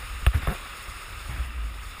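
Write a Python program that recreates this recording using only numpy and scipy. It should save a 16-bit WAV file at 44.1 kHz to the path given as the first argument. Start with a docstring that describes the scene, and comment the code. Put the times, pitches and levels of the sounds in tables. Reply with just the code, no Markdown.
"""A paddleboard rides a wave, heard in mono from a cased camera on the paddle shaft.
From the start, water rushes and fizzes along the rail over a low rumble. At 0.26 s the paddle knocks,
ringing the modes of the case, and the loaded shaft hums low; splashes and a deep churn follow.
At 0.47 s it knocks again, then the grip judders in stick-slip and ends on a faint tap. From 1.28 s
a softer splash and churn come as water loads the shaft again, and its hum slowly dies away."""
import sys
import numpy as np
from scipy import signal
from scipy.fft import rfft, irfft, next_fast_len
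from scipy.io import wavfile
from scipy.ndimage import uniform_filter1d, map_coordinates

SR = 44100
rng = np.random.default_rng(int(sys.argv[2]) if len(sys.argv) > 2 else 0)


def file_out(sig):
    """Save sig as 16-bit WAV at sys.argv[1]."""
    # one column per channel
    cols = np.atleast_2d(sig).T
    # limit, then scale
    lim = np.clip(cols, -1, 1)
    pcm = np.round(lim * 32767).astype(np.int16)
    wavfile.write(sys.argv[1], SR, pcm)


N = 88200
T = np.arange(N) / SR

# Flow along the rail: t/s, rush level/dB, spray level/dB (both before trim and flutter)
FLOW_LEVELS = [(0, -40.5, -47), (.3, -43, -51), (.48, -38.5, -49), (.87, -42, -48.5), (1.21, -42, -49),
               (1.37, -42.5, -50.5), (1.53, -45, -54), (1.74, -45.5, -53), (2, -43, -50)]
# Spectra of rush and spray as they come through the case: f/Hz, relative level/dB
RUSH_SPECTRUM = [(100, -11), (300, -10), (440, -11.5), (540, -9), (640, -12), (950, -12), (1130, -6),
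                 (1280, -1), (1500, -6.5), (1900, -6), (2300, -5.5), (2720, -4.5), (3150, -13), (3550, -8),
                 (4000, -16.5), (4600, -67), (6000, -54)]
SPRAY_SPECTRUM = [(2500, -29), (3800, 1), (4400, 0), (5250, 4), (5550, -1.5), (5850, -17), (6200, -12.5),
                  (6700, 3), (7700, -4.5), (8450, 3.5), (8900, -3), (9350, 5), (10400, -3.5), (10750, 2),
                  (11150, -17.5), (11800, -21), (12600, -18), (13250, -3.5), (13800, -2), (14750, 0.5),
                  (15400, -10)]
# Bends of the shaft: t/s, rise/s, settled f/Hz, level/dB, T60/s
SHAFT_BENDS = [(0.2668, 0.0067, 49.7, -6.5, .11), (0.3403, 0.019, 69, -13.5, 0.12),
               (0.4735, 0.0082, 47, -14.5, 0.1), (1.292, 0.015, 56.3, -28.5, 0.83),
               (1.373, 0.038, 57.9, -22, 0.43), (1.534, 0.06, 53.4, -25, 0.81)]
# Knocks of the paddle: t/s, gain/dB, cut-off f/Hz (higher for a harder contact)
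PADDLE_KNOCKS = [(.2645, -26.5, 16000), (0.4718, -28, 1470), (.549, -40.5, 1500)]
# Modes of the paddle and camera case: f/Hz, relative level/dB, T60/s
CASE_MODES = [(143, -9.5, 0.086), (360, -2.5, 0.064), (540, -2.5, 0.051), (705, 0, 0.042), (1115, 5, 0.033),
              (1264, 5, 0.047), (1726, 0.5, 0.025), (2120, -5.5, 0.034), (2736, 6, 0.016),
              (3160, 0.5, 0.01), (3554, 0.5, 0.018), (8500, -4.5, 0.016), (9150, -2, 0.011),
              (10500, -17, 0.017), (13100, -17, 0.023), (14750, -3, .012)]
# Spectra of a knock's crack, a thin rasp or fizz, and a slip of the grip: f/Hz, relative level/dB
CRACK_SPECTRUM = [(100, 4), (3500, -0.5), (4200, -19.5), (6000, -33), (9000, -11), (15000, -18)]
RASP_SPECTRUM = [(7000, -38), (10200, 5.5), (12000, -5), (13500, 4.5), (15400, -11)]
SLIP_SPECTRUM = [(80, -2), (180, 8.5), (260, -4), (400, -7.5), (650, -8), (950, -17.5), (1300, -11),
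                 (1800, -8.5), (3000, -48), (6000, -50)]
# Splashes against the rail: t/s, rise/s, T60/s, gush level/dB, fizz level/dB
RAIL_SPLASHES = [(.322, 0.029, 0.2, -35, -48.5), (.415, 0.015, 0.24, -40, -51.5),
                 (1.278, 0.037, 0.92, -42.5, -56)]
# Thuds of water on the blade: t/s, f/Hz, level/dB
BLADE_THUDS = [(.229, 54, -21), (.433, 70, -21.5), (1.294, 119, -26.5), (1.32, 138, -37)]
# Churns under the turning board: t/s, hold/s, level/dB
BOARD_CHURNS = [(0.333, 0.03, -33.5), (1.278, 0.094, -47.5), (1.362, 0.373, -50.5)]
# Spectra of a splash's gush, the churn and the rumble: f/Hz, relative level/dB
GUSH_SPECTRUM = [(60, -6), (130, -4), (280, -5), (480, -8), (720, 2), (900, -2.5), (1280, 1.5), (1750, 4),
                 (2600, -6), (4000, -16), (6000, -45)]
CHURN_SPECTRUM = [(50, -11), (105, 1.5), (180, -6), (280, -10.5), (450, -21), (900, -41.5)]
RUMBLE_SPECTRUM = [(15, -28), (32, -3.5), (50, 0.5), (72, -8), (100, -16), (150, -34.5), (300, -44),
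                   (800, -74)]
# Course of the ride's rumble: t/s, level/dB
RUMBLE_LEVELS = [(0, -37.5), (.2, -36.5), (.58, -41.5), (.78, -45.5), (.87, -36.5), (1.02, -45.5),
                 (1.2, -37.5), (1.75, -40.5), (2, -41)]

BAND_LIMIT_HZ = 15450


def rush(flutter_db):
    """Bubble resonance: damped tones ring in flow noise, which also drives the case's main resonance."""
    times, level_db, _ = np.transpose(FLOW_LEVELS)
    case_hz, half_width_hz, trim_db = 1247, 60, -0.2
    bubbles = grains(per_s=1200, centre_hz=1734, log_spread=.7, cycles=15.4, size_db=3.5)
    flow = coloured(patchy(depth_db=1.48) + amp(-13.5) * bubbles, RUSH_SPECTRUM)
    hum = unit(filtered(noise(), lambda hz: 1 / (1 + ((hz - case_hz) / half_width_hz) ** 2)))
    return (flow + amp(-11) * hum) * amp(trim_db + np.interp(T, times, level_db) + flutter_db)


def spray(flutter_db):
    """Superposition: many tiny drop impacts merge with a hiss into a flickering fizz."""
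    times, _, level_db = np.transpose(FLOW_LEVELS)
    trim_db = -0.26
    drops = grains(per_s=900, centre_hz=7350, log_spread=1.0, cycles=6.5, size_db=2.5)
    fizz = coloured(patchy(depth_db=0.5) + amp(-8.5) * drops, SPRAY_SPECTRUM)
    return fizz * amp(trim_db + np.interp(T, times, level_db) + flutter_db + 1.05 * wobble(40))


def shaft():
    """Bending vibration: the loaded shaft starts sharp and settles to its low natural frequency."""
    sag_hz, sag_s = 14.1, 0.029
    out = np.zeros(N)
    for start, rise, hz, db, t60 in SHAFT_BENDS:
        age = np.maximum(T - start, 0)
        turns = hz * age + sag_hz * sag_s * (1 - np.exp(-age / sag_s))
        out += amp(db) * swell(start, rise, t60) * np.sin(2 * np.pi * turns)
    return out


def knocks():
    """Impact excitation: each knock rings the case, with a short crack and a trailing rasp."""
    out = np.zeros(N)
    for start, db, cut_hz in PADDLE_KNOCKS:
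        crack = filtered(coloured(noise(), CRACK_SPECTRUM), lambda hz: 1 / np.hypot(1, hz / cut_hz))
        crack *= swell(start, rise=0.00071, t60=0.029)
        rasp = coloured(noise(), RASP_SPECTRUM) * swell(start, rise=0.0009, t60=0.09)
        out += amp(db) * (case_ring(start, cut_hz) + amp(3.5) * crack + amp(-13.5) * rasp)
    return out


def case_ring(start, cut_hz):
    """Modal response: a contact rings every mode of the case, a soft one the high modes only weakly."""
    out = np.zeros(N)
    for k, (hz, db, t60) in enumerate(CASE_MODES):
        gain = amp(db + rng.standard_normal()) / np.hypot(1, (hz / cut_hz) ** 2)
        out += (-1) ** k * gain * ring(start, hz, t60)
    return out


def judder():
    """Stick-slip friction: the grip slips ever faster, each slip a dull pulse, a soft tap and a rasp."""
    start, length_s, slip_hz, rise_hz_per_s = .4865, .051, 129, 2200
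    age = np.clip(T - start, 0, length_s)
    turns = slip_hz * age + rise_hz_per_s * age ** 2 / 2
    times = T[:-1][np.diff(np.ceil(turns)) > 0]  # one slip a cycle
    times += .045 * rng.standard_normal(len(times)) / slip_hz
    sizes = amp(3.5 * rng.standard_normal(len(times)))
    pulses = coloured(np.bincount((times * SR).astype(int), sizes, N), SLIP_SPECTRUM)
    taps = sum(case_ring(s, cut_hz=870) for s in times)
    rasp = coloured(noise(), RASP_SPECTRUM) * sum(swell(s, rise=0.0012, t60=0.028) for s in times)
    return amp(-45.5) * pulses + amp(-39) * taps + amp(-49.5) * rasp


def splashes():
    """Impact noise: water hitting the rail gives a broadband gush and fizz that decay together."""
    gush = coloured(patchy(depth_db=-0.5), GUSH_SPECTRUM)
    fizz = coloured(noise(), RASP_SPECTRUM)
    return sum((amp(gush_db) * gush + amp(fizz_db) * fizz) * swell(start, rise, t60)
               for start, rise, t60, gush_db, fizz_db in RAIL_SPLASHES)


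def thuds():
    """Heavy damping: water striking the blade gives a low tone that dies in a few cycles."""
    return sum(amp(db) * ring(start, hz, t60=0.083) for start, hz, db in BLADE_THUDS)


def churn():
    """Turbulence: water under the turning board gives swells of deep noise."""
    envelope = sum(amp(db) * swell(start, rise=0.016, t60=0.15, hold=hold)
                   for start, hold, db in BOARD_CHURNS)
    return coloured(noise(), CHURN_SPECTRUM) * envelope


def rumble():
    """Amplitude modulation: the low noise of the ride wanders in level."""
    level_db = np.interp(T, *np.transpose(RUMBLE_LEVELS)) + 0.76 * wobble(7.46)
    return amp(level_db) * coloured(noise(), RUMBLE_SPECTRUM)


def amp(db):
    """Decibel law: 20 dB is a factor of ten in amplitude."""
    return 10 ** (np.asarray(db) / 20)


def unit(x):
    """Normalisation to rms 1."""
    return x / np.sqrt(np.mean(x ** 2) + 1e-20)


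def noise():
    """White noise: equal mean power per hertz."""
    return rng.standard_normal(N)


def wobble(per_s):
    """Spline interpolation: a smooth curve through per_s random knots a second."""
    return map_coordinates(rng.standard_normal(int(N * per_s / SR) + 4), [T * per_s])


def filtered(x, response):
    """Linear filtering: the spectrum of x times a frequency response."""
    size = next_fast_len(N + 8192)
    return irfft(rfft(x, size) * response(np.fft.rfftfreq(size, 1 / SR)), size)[:N]


def coloured(x, spectrum):
    """Spectral shaping by (f/Hz, level/dB) points, at rms 1."""
    f, db = np.transpose(spectrum)
    return unit(filtered(x, lambda hz: amp(np.interp(np.log(hz + 1), np.log(f), db))))


def patchy(depth_db):
    """Random modulation: noise whose gain varies in patches of time and frequency, at rms 1."""
    cells = signal.stft(noise(), nperseg=512)[2]
    patches = uniform_filter1d(rng.standard_normal(cells.shape), size=5, axis=0)
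    patches = uniform_filter1d(patches, size=9, axis=1)
    return unit(signal.istft(cells * amp(depth_db * unit(patches)), nperseg=512)[1][:N])


def grains(per_s, centre_hz, log_spread, cycles, size_db):
    """Shot noise: random damped sines, each falling 60 dB over the given cycles, at rms 1."""
    when, pitch, size = np.hsplit(rng.random((int(per_s * N / SR), 3)), 3)
    hz = np.minimum(centre_hz * np.exp(log_spread * (2 * pitch - 1)), BAND_LIMIT_HZ)
    gain = amp(-size_db * np.log(np.maximum(size, np.exp(-4))))
    offsets = np.arange(512)
    turns = hz * offsets / SR
    waves = gain * np.sin(2 * np.pi * turns) * amp(-60 * turns / cycles)
    samples = (when * N).astype(int) + offsets
    return unit(np.bincount(samples.ravel(), waves.ravel(), N)[:N])


def swell(start, rise, t60, hold=0):
    """Exponential decay, 60 dB in t60 seconds, after a smooth rise and an optional hold."""
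    attack = np.sin(np.pi / 2 * np.clip((T - start) / rise, 0, 1)) ** 2
    return attack * amp(-60 * np.maximum(T - start - rise - hold, 0) / t60)


def ring(start, hz, t60):
    """Damped oscillation: a sine that builds up during a brief contact, then decays."""
    age = np.maximum(T - start, 0)
    return np.sin(2 * np.pi * hz * age) * swell(start, rise=0.00025, t60=t60)


def scene():
    """Superposition: all sources add and reach both channels alike."""
    flutter_db = 0.27 * wobble(23.9)  # shared by rush and spray
    flow = rush(flutter_db) + spray(flutter_db)
    mono = flow + shaft() + knocks() + judder() + splashes() + thuds() + churn() + rumble()
    return np.array([mono, mono])


def record(dry):
    """Low-pass filtering: the camera keeps nothing above its band limit."""
    return np.array([filtered(x, lambda hz: hz < BAND_LIMIT_HZ) for x in dry])


dry = scene()
out = record(dry)
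file_out(out)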